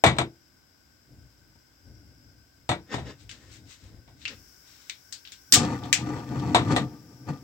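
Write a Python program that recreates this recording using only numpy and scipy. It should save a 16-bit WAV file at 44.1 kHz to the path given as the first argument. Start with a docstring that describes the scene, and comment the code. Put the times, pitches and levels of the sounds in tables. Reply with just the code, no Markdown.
"""Knocks on a cast-iron gas stove, close up in a small workshop: its valve handles thud through the bench,
ring the frame and scrape. A hand picks up a long plastic lighter, and gas hisses from the opened valves.
The lighter snaps and the burner catches with a soft rush over a rumble. It flutters and puffs through
two more knocks, then settles to a low flame."""
import sys
import numpy as np
from scipy import signal
from scipy.fft import rfft, irfft, next_fast_len
from scipy.io import wavfile
from scipy.ndimage import uniform_filter1d, map_coordinates

SR = 44100
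rng = np.random.default_rng(int(sys.argv[2]) if len(sys.argv) > 2 else 0)


def transcribe(u):
    """Save the signal u as a 16-bit wav file named by the first command-line argument.

    u: samples, shape (n,) or (channels, n), limited to [-1, 1]; the rate is SR.
    q: integer samples, one column per channel.
    """
    v = np.clip(np.atleast_2d(u).T, -1, 1)
    q = np.round(v * 32767).astype(np.int16)
    wavfile.write(sys.argv[1], SR, q)


N = 327663

# blows on the stove: start_s, level_db, bass_db, treble_db, t60_factor, focus_hz
KNOCKS = [(0.0387, -12, -1.5, 2.5, 0.97, 930), (0.0633, -19.5, 8.5, 7.5, 0.88, 2130),
          (.166, -39.5, 3, -1, 0.88, 3800), (0.1851, -21.5, -2, 5.5, 0.67, 360),
          (0.213, -26.5, 0.5, -1, 0.61, 372), (1.558, -63.5, 10, -4, 0.35, 398),
          (2.6915, -25, 6, 8, 0.81, 712), (2.716, -26.5, 3, 2.5, 0.73, 2000),
          (2.941, -33.5, 11, 6, 0.9, 650), (2.982, -37.5, 10, -2, 1.25, 150),
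          (4.077, -58.5, 9, 6, 1.2, 895), (6.547, -14.5, -6, 5.5, 0.91, 990),
          (6.763, -22.5, -7, 8, 0.73, 382)]
# iron frame modes: pitch_hz, level_db
IRON_MODES = [(127, -4.5), (300, -14), (334, -13), (594, -7), (670, -1.5), (715, 0), (775, -3.5),
              (860, -10), (926, -3), (982, -5.5), (1109, -8), (1314, -10.5), (1830, -14), (1945, -8.5),
              (2280, -8), (2471, -19), (3494, -12), (3634, -15), (4240, -18.5)]
# their decay before t60_factor: freq_hz, t60_s
IRON_DECAY = [(130, 0.32), (330, 0.41), (700, 0.14), (1000, 0.13), (2000, 0.19), (4000, .12)]
# bench thud: freq_hz, level_db
THUD_SPECTRUM = [(30, -46), (65, -7), (130, -5), (330, -7), (530, -7.5), (720, -6), (1050, -7.5),
                 (1500, -12), (2300, -15), (4100, -20), (5200, -27.5), (8200, -23), (10500, -48),
                 (16000, -46)]
# broad resonances of the casting: centre_hz, width_hz, boost_db
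CASTING_PEAKS = [(690, 120, 1), (998.4, 160, -0.5), (2100, 190, 3), (3750, 550, 7.5)]
# left-right likeness of solid-borne sound: freq_hz, coherence
SOLID_COHERENCE = [(150, 0.9), (500, 0.94), (1200, .45), (4000, 0.5)]


def knocks(ring_db=-4, thud_db=-4, scatter_db=2.5, focus_db=4, right_lag_s=0.00014):
    """Each blow thuds through the bench and rings the iron; the spot that is hit favours one range."""
    out, t = np.zeros((2, N)), np.arange(SR // 2) / SR
    for start_s, level_db, bass_db, treble_db, t60_factor, focus_hz in KNOCKS:
        thud = impact(SOLID_COHERENCE, t60_factor, crack_db=-3, crack_t60_s=0.0053)
        thud = coloured(thud, THUD_SPECTRUM, CASTING_PEAKS)
        ring = 0
        for pitch_hz, mode_db in IRON_MODES:
            # short waves arrive further out of step between left and right
            phase = 2 * np.pi * rng.random() + 0.47 * pitch_hz / 700 * rng.standard_normal((2, 1))
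            fade_db = 60 * t / (t60_factor * along(IRON_DECAY, pitch_hz))
            envelope = amp(mode_db + scatter_db * rng.normal() - fade_db)
            ring += envelope * np.sin(2 * np.pi * pitch_hz * t + phase)
        ring *= 1 - np.exp(-t / 0.00029)
        blow = amp(thud_db) * unit_onset(thud) + amp(ring_db) * unit_onset(ring)
        hardness = [(140, bass_db), (400, 0.0046), (800, 0), (4000, treble_db)]
        focus = [(focus_hz, 0.52 * focus_hz, focus_db)]
        add(out, start_s, amp(level_db) * coloured(blow, hardness, focus))
    delay_s = np.array([[0], [right_lag_s]])
    return pan(3.6) * filtered(out, lambda hz: np.exp(-2j * np.pi * hz * delay_s))


# lighter contacts: start_s, level_db, clack_hz, clack_db, snap_db, pan_db, crack_db
CLICKS = [(3.293, -43, 2960, 6.5, -6.5, 5, -6), (3.313, -44, 3700, -1.5, -8, 3.5, -5),
          (4.217, -52, 3750, 7.5, -20, 8, -3), (4.2535, -35, 2730, 20, -14, 8, 23),
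          (4.2585, -31.5, 2630, 19, -22.5, 4.5, 7), (4.279, -37.5, 3370, -2.5, -19, 7, 3.5),
          (4.8968, -36, 2305, 18.5, -1.5, 3, 17), (4.8985, -39.5, 3800, 15.5, -0.5, 9.5, 3.5),
          (5.125, -36.5, 4490, 11, 8, 5.5, -4), (5.251, -48.5, 3420, 4.5, -30, 7, -4),
          (5.274, -47.5, 3390, 8, -20, 2, 3.5), (5.320, -43.5, 3780, 3.5, -1.5, 5, -1.5),
          (5.5235, -9.5, 4850, 10.5, 12.5, -4.5, -1), (5.5375, -11, 6400, 0, 7, 4, -6),
          (5.549, -25, 3530, 6, -6, 9, -0.5), (5.836, -45.5, 3600, 11, -18, 7, 0.5),
          (5.928, -15, 2330, 7, 2, 3.5, 6)]
# plastic casing: freq_hz, level_db
PLASTIC_SPECTRUM = [(100, -33.5), (500, -27), (1000, -19), (1550, -6), (2400, -4.5), (3500, -2),
                    (4300, -2.5), (5200, -1.5), (7800, 0.5), (9200, -14.5), (10700, -33.5), (13000, -19.5),
                    (15500, -20)]


def lighter(ping_db=-19, ping_t60_s=0.045):
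    """Trigger, spring and casing click: bright cracks with little bass; the hollowest ping briefly."""
    out, t = np.zeros((2, N)), np.arange(SR // 2) / SR
    for start_s, level_db, clack_hz, clack_db, snap_db, pan_db, crack_db in CLICKS:
        clack = [(clack_hz, 0.42 * clack_hz, clack_db)]
        snap = [(4500, 0), (10000, snap_db)]
        click = impact(DIFFUSE_COHERENCE, t60_factor=0.92, crack_db=crack_db, crack_t60_s=0.0092)
        click = coloured(coloured(click, PLASTIC_SPECTRUM, clack), snap)
        envelope = amp(ping_db + 1.3 * clack_db - 60 * t / ping_t60_s) * (1 - np.exp(-t / 0.0005))
        ping = envelope * np.sin(2 * np.pi * clack_hz * t)
        add(out, start_s, amp(level_db) * pan(pan_db) * unit_onset(unit_onset(click) + ping))
    return out


# flame spreading, then settling: time_s, rumble_db
FLAME_SIZE = [(5.529, -35), (5.81, -40.5), (6.08, -34.5), (6.24, -40), (6.41, -29), (6.82, -28.5),
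              (6.89, -44), (7.1, -51), (7.43, -49.5)]
# gas pockets flaring: start_s, hold_s, rumble_db, rush_db
FLARES = [(5.565, 0.1, -24.5, -30), (5.7, 0.038, -31, -36), (6.08, 0.06, -35.5, -38),
          (6.309, .02, -38, -49), (6.711, 0.023, -22, -28), (6.783, 0.015, -40, -34.5),
          (7.289, 0.02, -29, -39)]


def flame_gains(surge_db=2.1, catch_s=5.54, catch_hold_s=1.27, catch_db=-45, settled_rush_db=-14):
    """Rumble and rush gains: the flame surges as it spreads, rushes as its ports catch, and flares."""
    time_s, size_db = np.transpose(FLAME_SIZE)
    size = amp(np.interp(np.arange(N) / SR, time_s, size_db, left=-np.inf, right=-np.inf))
    size = uniform_filter1d(size, size=300) * amp(surge_db * wobble(17))
    catching = strokes([(catch_s, catch_hold_s, catch_db)], attack_s=0.02, sag_db_per_s=0.5, release_s=0.07)
    catching *= np.abs(size / amp(size_db.mean())) ** 0.43  # a bigger flame rushes louder
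    rush = np.hypot(catching, amp(settled_rush_db) * size)
    shape = dict(attack_s=0.03, sag_db_per_s=11, release_s=0.07)
    flare_rumble = strokes([(s, hold_s, db) for s, hold_s, db, _ in FLARES], **shape)
    flare_rush = strokes([(s, hold_s, db) for s, hold_s, _, db in FLARES], **shape)
    return np.hypot(size, flare_rumble), np.hypot(rush, flare_rush)


# flame rumble and rush: freq_hz, level_db
RUMBLE_SPECTRUM = [(25, -51), (55, -15), (90, -6), (135, -5.5), (205, -5.5), (270, -3.5), (320, -12.5),
                   (380, -14.5), (550, -21), (1500, -65)]
RUSH_SPECTRUM = [(200, -25), (430, 2.5), (620, -5), (800, -4), (1250, -10.5), (1500, -3), (2300, -12),
                 (2800, -16.5), (5200, -16.5), (7800, -22), (10500, -44.5), (16000, -50)]
# cavity under the grate: centre_hz, width_hz, boost_db
GRATE_PEAKS = [(131, 35.6, 10), (304.4, 27, 12), (726, 36, 12.5), (841, 160, 7.5), (1214, 173, 16.5),
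               (1900, 78, 4), (2310, 63, 5)]
# left-right likeness of the flame: freq_hz, coherence
FLAME_COHERENCE = [(300, 0.97), (800, 0.67), (2000, 0.55), (6000, 0.17)]


def burner(flutter_db=2, crackle_db=2, tick_db=-15, ticks_per_s=45):
    """The flame rumbles under the grate; its rush flutters and ticks as the ports catch."""
    rumble_gain, rush_gain = flame_gains()
    flutter = unit_rms(amp(flutter_db * wobble(70) + crackle_db * wobble(500)))
    pops = (rng.random((1, N)) < ticks_per_s / SR) * rng.standard_normal((1, N))
    tick = impact(DIFFUSE_COHERENCE, t60_factor=0.6, crack_db=9, crack_t60_s=0.004)
    ticks = signal.fftconvolve(pops, tick, axes=1)[:, :N]
    tick_spectrum = [(800, -23), (2300, -3.5), (3500, 1), (7500, -8.5), (10500, -27.5)]
    ticks = amp(tick_db) * unit_rms(coloured(ticks, tick_spectrum))
    rush = flutter * reflected_noise(RUSH_SPECTRUM, FLAME_COHERENCE, GRATE_PEAKS)
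    rumble = noise(RUMBLE_SPECTRUM, FLAME_COHERENCE, GRATE_PEAKS)
    return pan(4.2) * (rumble_gain * rumble + rush_gain * (rush + ticks))


# handle and lighter scrapes, presses on the stove, lighter slides in the hand: start_s, hold_s, level_db
SCRAPES = [(2.93, .02, -33), (2.99, .01, -45), (3.07, 0.039, -41.5), (3.33, 0.17, -59), (3.83, 0.15, -63.5),
           (4.305, .035, -50.5)]
PRESSES = [(1.125, 0.13, -52.5), (1.42, 0.16, -64), (1.875, 0.53, -51.5), (2.6, .04, -62),
           (3.02, 0.072, -44.5), (3.22, 0.42, -54), (3.51, 0.177, -51.5), (3.85, 0.15, -49),
           (4.09, 0.38, -55)]
SLIDES = [(3.205, 0.0226, -56.5), (3.35, .14, -61), (3.522, 0.041, -50), (3.7, 0.0403, -49),
          (3.81, .07, -59), (4.21, 0.043, -55), (4.675, 0.26, -57)]
# their colours: freq_hz, level_db
SCRAPE_SPECTRUM = [(60, -17), (250, 1), (400, -3.5), (715, -9), (1050, -11), (1410, -13), (1750, -7),
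                   (2840, -15.5), (4100, -17.5), (5500, -18), (7700, -21), (10400, -50), (16000, -40.5)]
PRESS_SPECTRUM = [(25, -42), (50, 2.5), (75, 2), (110, 4), (150, -7.5), (200, -12.5), (295, -6),
                  (380, -18.5), (700, -24), (1500, -51.5)]
SLIDE_SPECTRUM = [(400, -28), (1100, -7.5), (2200, -2), (3800, -1), (6000, -0.5), (8000, -2), (10500, -30),
                  (15000, -17)]


def hands(slide_db=-1, grain_db=1, unsteady_db=1.5):
    """Friction catches and slips: scraping handles, dull bumps of the grip, plastic sliding on skin."""
    slips = unit_rms(amp(grain_db * wobble(250)))
    body_peaks = [(2060, 400, 2.5), (3800, 480, 4)]
    scrape_gain = strokes(SCRAPES, attack_s=0.038, sag_db_per_s=8.8, release_s=0.05)
    press_gain = strokes(PRESSES, attack_s=0.082, sag_db_per_s=15, release_s=0.083)
    slide_gain = strokes(SLIDES, attack_s=0.046, sag_db_per_s=10, release_s=0.067)
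    scrape = scrape_gain * slips * reflected_noise(SCRAPE_SPECTRUM, SOLID_COHERENCE, body_peaks)
    press = press_gain * amp(unsteady_db * wobble(18)) * noise(PRESS_SPECTRUM, SOLID_COHERENCE)
    slide = slide_gain * slips * noise(SLIDE_SPECTRUM, DIFFUSE_COHERENCE, body_peaks)
    return pan(5.2) * (scrape + press) + pan(5.6) * amp(slide_db) * slide


# hiss swell as the right valve turns: start_s, hold_s, level_db
HISS_SWELL = [(1.85, 0.47, -66)]
# supply hiss and left jet whistle: centre_hz, width_hz, level_db
HISS_BANDS = [(1530, 110, -1.5), (2140, 130, -12.5), (5060, 340, -2.5), (5652, 80, -2.5)]
WHISTLE_BANDS = [(5575, 230, 2.5), (5570, 220, -8), (10790, 220, -11.5), (15580, 200, -8)]
# left jet: freq_hz, level_db
JET_SPECTRUM = [(800, -5.5), (1500, -4), (4000, -8.5), (6500, 0.5), (8000, -4), (9600, -14.5),
                (10800, -8.5), (12000, -17), (14000, -0.5), (15800, -5.5)]


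def gas(hiss_db=-66, hiss_rise=0.74, open_s=4.32, jet_db=-60, whistle_db=-62, waver_db=0.5):
    """The supply hisses thinly and wavers; the left jet adds a wider hiss once its valve is open."""
    opening = strokes([(open_s, N / SR, 0)], attack_s=0.056, sag_db_per_s=1.5, release_s=0.056)
    swell = strokes(HISS_SWELL, attack_s=0.39, sag_db_per_s=2.2, release_s=0.29)
    hiss_gain = np.hypot(amp(hiss_db) * (1 + hiss_rise * opening), swell)
    hiss = hiss_gain * amp(waver_db * wobble(12)) * band_noise(HISS_BANDS)
    jet = amp(jet_db) * noise(JET_SPECTRUM, DIFFUSE_COHERENCE)
    whistle = amp(whistle_db) * band_noise(WHISTLE_BANDS)
    return pan(4.9) * hiss + pan(5.7) * opening * (jet + whistle)


# workshop air: freq_hz, level_db
AIR_SPECTRUM = [(25, -23), (60, 4.5), (140, -1.5), (200, -6.5), (290, -2.5), (420, -12), (1100, -14.5),
                (3500, -17.5), (6500, -17.5), (7800, -14), (8600, -24.5), (10000, -31.5), (12500, -22.5),
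                (15500, -20.5)]
# left-right likeness of diffuse sound: freq_hz, coherence
DIFFUSE_COHERENCE = [(100, 0.72), (500, 0.28), (2000, 0.074)]


def air(level_db=-62.5):
    """The quiet, steady air of the workshop."""
    return amp(level_db) * pan(1.9) * noise(AIR_SPECTRUM, DIFFUSE_COHERENCE)


# workshop reflections before t60_factor: freq_hz, t60_s
ROOM_DECAY = [(100, 0.41), (400, .28), (1000, 0.22), (4000, 0.2), (8000, 0.16), (15000, 0.1)]


def impact(coherence, t60_factor, crack_db, crack_t60_s):
    """A short crack, then the workshop's dense reflections, each band dying at its own speed."""
    n = SR // 2
    hz, t, bands = signal.stft(noise_pair(coherence, n), SR, nperseg=128)
    t60_s = t60_factor * along(ROOM_DECAY, hz)[:, None]
    tail = signal.istft(bands * amp(-60 * t / t60_s), SR, nperseg=128)[1][:, :n]
    return tail * (1 + amp(crack_db - 60 * np.arange(n) / SR / crack_t60_s))


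def reflected_noise(spectrum, coherence, peaks):
    """Noise of rms 1 from one spot: the walls comb it into many fine, steady resonances."""
    walls = impact(coherence, t60_factor=0.322, crack_db=7.5, crack_t60_s=0.0018)
    combed = signal.fftconvolve(rng.standard_normal((1, N)), walls, axes=1)[:, :N]
    return unit_rms(filtered(combed, lambda hz: amp(along(spectrum, hz) + peaks_db(peaks, hz))))


def noise(spectrum, coherence, peaks=()):
    """Coloured stereo noise of rms 1."""
    white = noise_pair(coherence, N)
    return unit_rms(filtered(white, lambda hz: amp(along(spectrum, hz) + peaks_db(peaks, hz))))


def band_noise(bands):
    """Stereo noise of rms 1 in narrow resonances."""
    response = lambda f: sum(amp(db) / (1 + ((f - hz) / width) ** 2) ** 2 for hz, width, db in bands)
    return unit_rms(filtered(noise_pair(DIFFUSE_COHERENCE, N), response))


def noise_pair(coherence, n):
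    """White stereo noise with this left-right coherence."""
    angle = lambda hz: np.arccos(along(coherence, hz)) / 2
    weights = lambda hz: np.array([np.cos(angle(hz)), np.sin(angle(hz))])
    mid, side = filtered(rng.standard_normal((2, n)), weights)
    return np.array([mid + side, mid - side])


def strokes(rows, attack_s, sag_db_per_s, release_s):
    """Gain of (start_s, hold_s, level_db) strokes, powers added; attack and release are per 20 dB."""
    power = np.zeros(N)
    for start_s, hold_s, level_db in rows:
        t = np.arange(N) / SR - start_s
        attack_db = 20 * np.maximum(-t / attack_s, 0)
        sag_db = sag_db_per_s * np.clip(t, 0, hold_s)
        release_db = 20 * np.maximum((t - hold_s) / release_s, 0)
        power += amp(level_db - np.minimum(attack_db + sag_db + release_db, 120)) ** 2
    return np.sqrt(power)


def wobble(knots_per_s):
    """A smooth random curve."""
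    knots = rng.standard_normal(int(N * knots_per_s / SR) + 4)
    return map_coordinates(knots, [np.arange(N) * knots_per_s / SR])


def coloured(x, spectrum, peaks=()):
    """Minimum-phase filter: nothing sounds before the blow."""
    def response(hz):
        cepstrum = irfft((along(spectrum, hz) + peaks_db(peaks, hz)) * np.log(10) / 20)
        half = len(cepstrum) // 2
        return np.exp(rfft(np.r_[cepstrum[0], 2 * cepstrum[1:half], np.zeros(half)]))
    return filtered(x, response)


def filtered(x, response):
    """x through a frequency response."""
    n = x.shape[-1]
    padded = next_fast_len(n + SR // 4)
    return irfft(rfft(x, padded) * response(np.fft.rfftfreq(padded, 1 / SR)), padded)[..., :n]


def peaks_db(peaks, hz):
    """Lift from (centre_hz, width_hz, boost_db) resonances."""
    return sum(db / (1 + (2 * (hz - centre) / width) ** 2) for centre, width, db in peaks)


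def along(points, hz):
    """(freq_hz, value) points read on a log axis."""
    freq_hz, values = np.transpose(points)
    return np.interp(np.log(hz + 1), np.log(freq_hz + 1), values)


def amp(db):
    return 10 ** (np.asarray(db) / 20)


def pan(left_over_right_db):
    return amp([[left_over_right_db / 2], [-left_over_right_db / 2]])


def unit_rms(x):
    return x / np.sqrt(np.mean(x ** 2) + 1e-20)


def unit_onset(x):
    """Scaled to rms 1 over the first 20 ms."""
    return x / np.sqrt(np.mean(x[:, :SR // 50] ** 2))


def add(track, start_s, x):
    part = track[:, round(start_s * SR):][:, :x.shape[1]]
    part += x[:, :part.shape[1]]


def scene():
    """Stove, lighter and hands over the workshop air."""
    return knocks() + lighter() + hands() + gas() + burner() + air()


# duller right microphone: freq_hz, gain_db
RIGHT_MIC = [(400, 1.5), (2500, -1.5), (5000, -2.5), (7000, -10.5), (8200, -3.5), (10000, 2.5), (15000, -1)]
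LOW_CUT_HZ, TOP_HZ = 36, 16100


def record(dry):
    """Two microphones differ in colour and lose deep bass; peaks are rounded and the top is cut."""
    heard = np.array([dry[0], coloured(dry[1], RIGHT_MIC)])
    heard = signal.sosfilt(signal.butter(2, LOW_CUT_HZ, "highpass", fs=SR, output="sos"), heard)
    rounded = heard / (1 + np.abs(heard) ** 6) ** (1 / 6)
    return filtered(rounded, lambda hz: hz < TOP_HZ)


dry = scene()
out = record(dry)
transcribe(out)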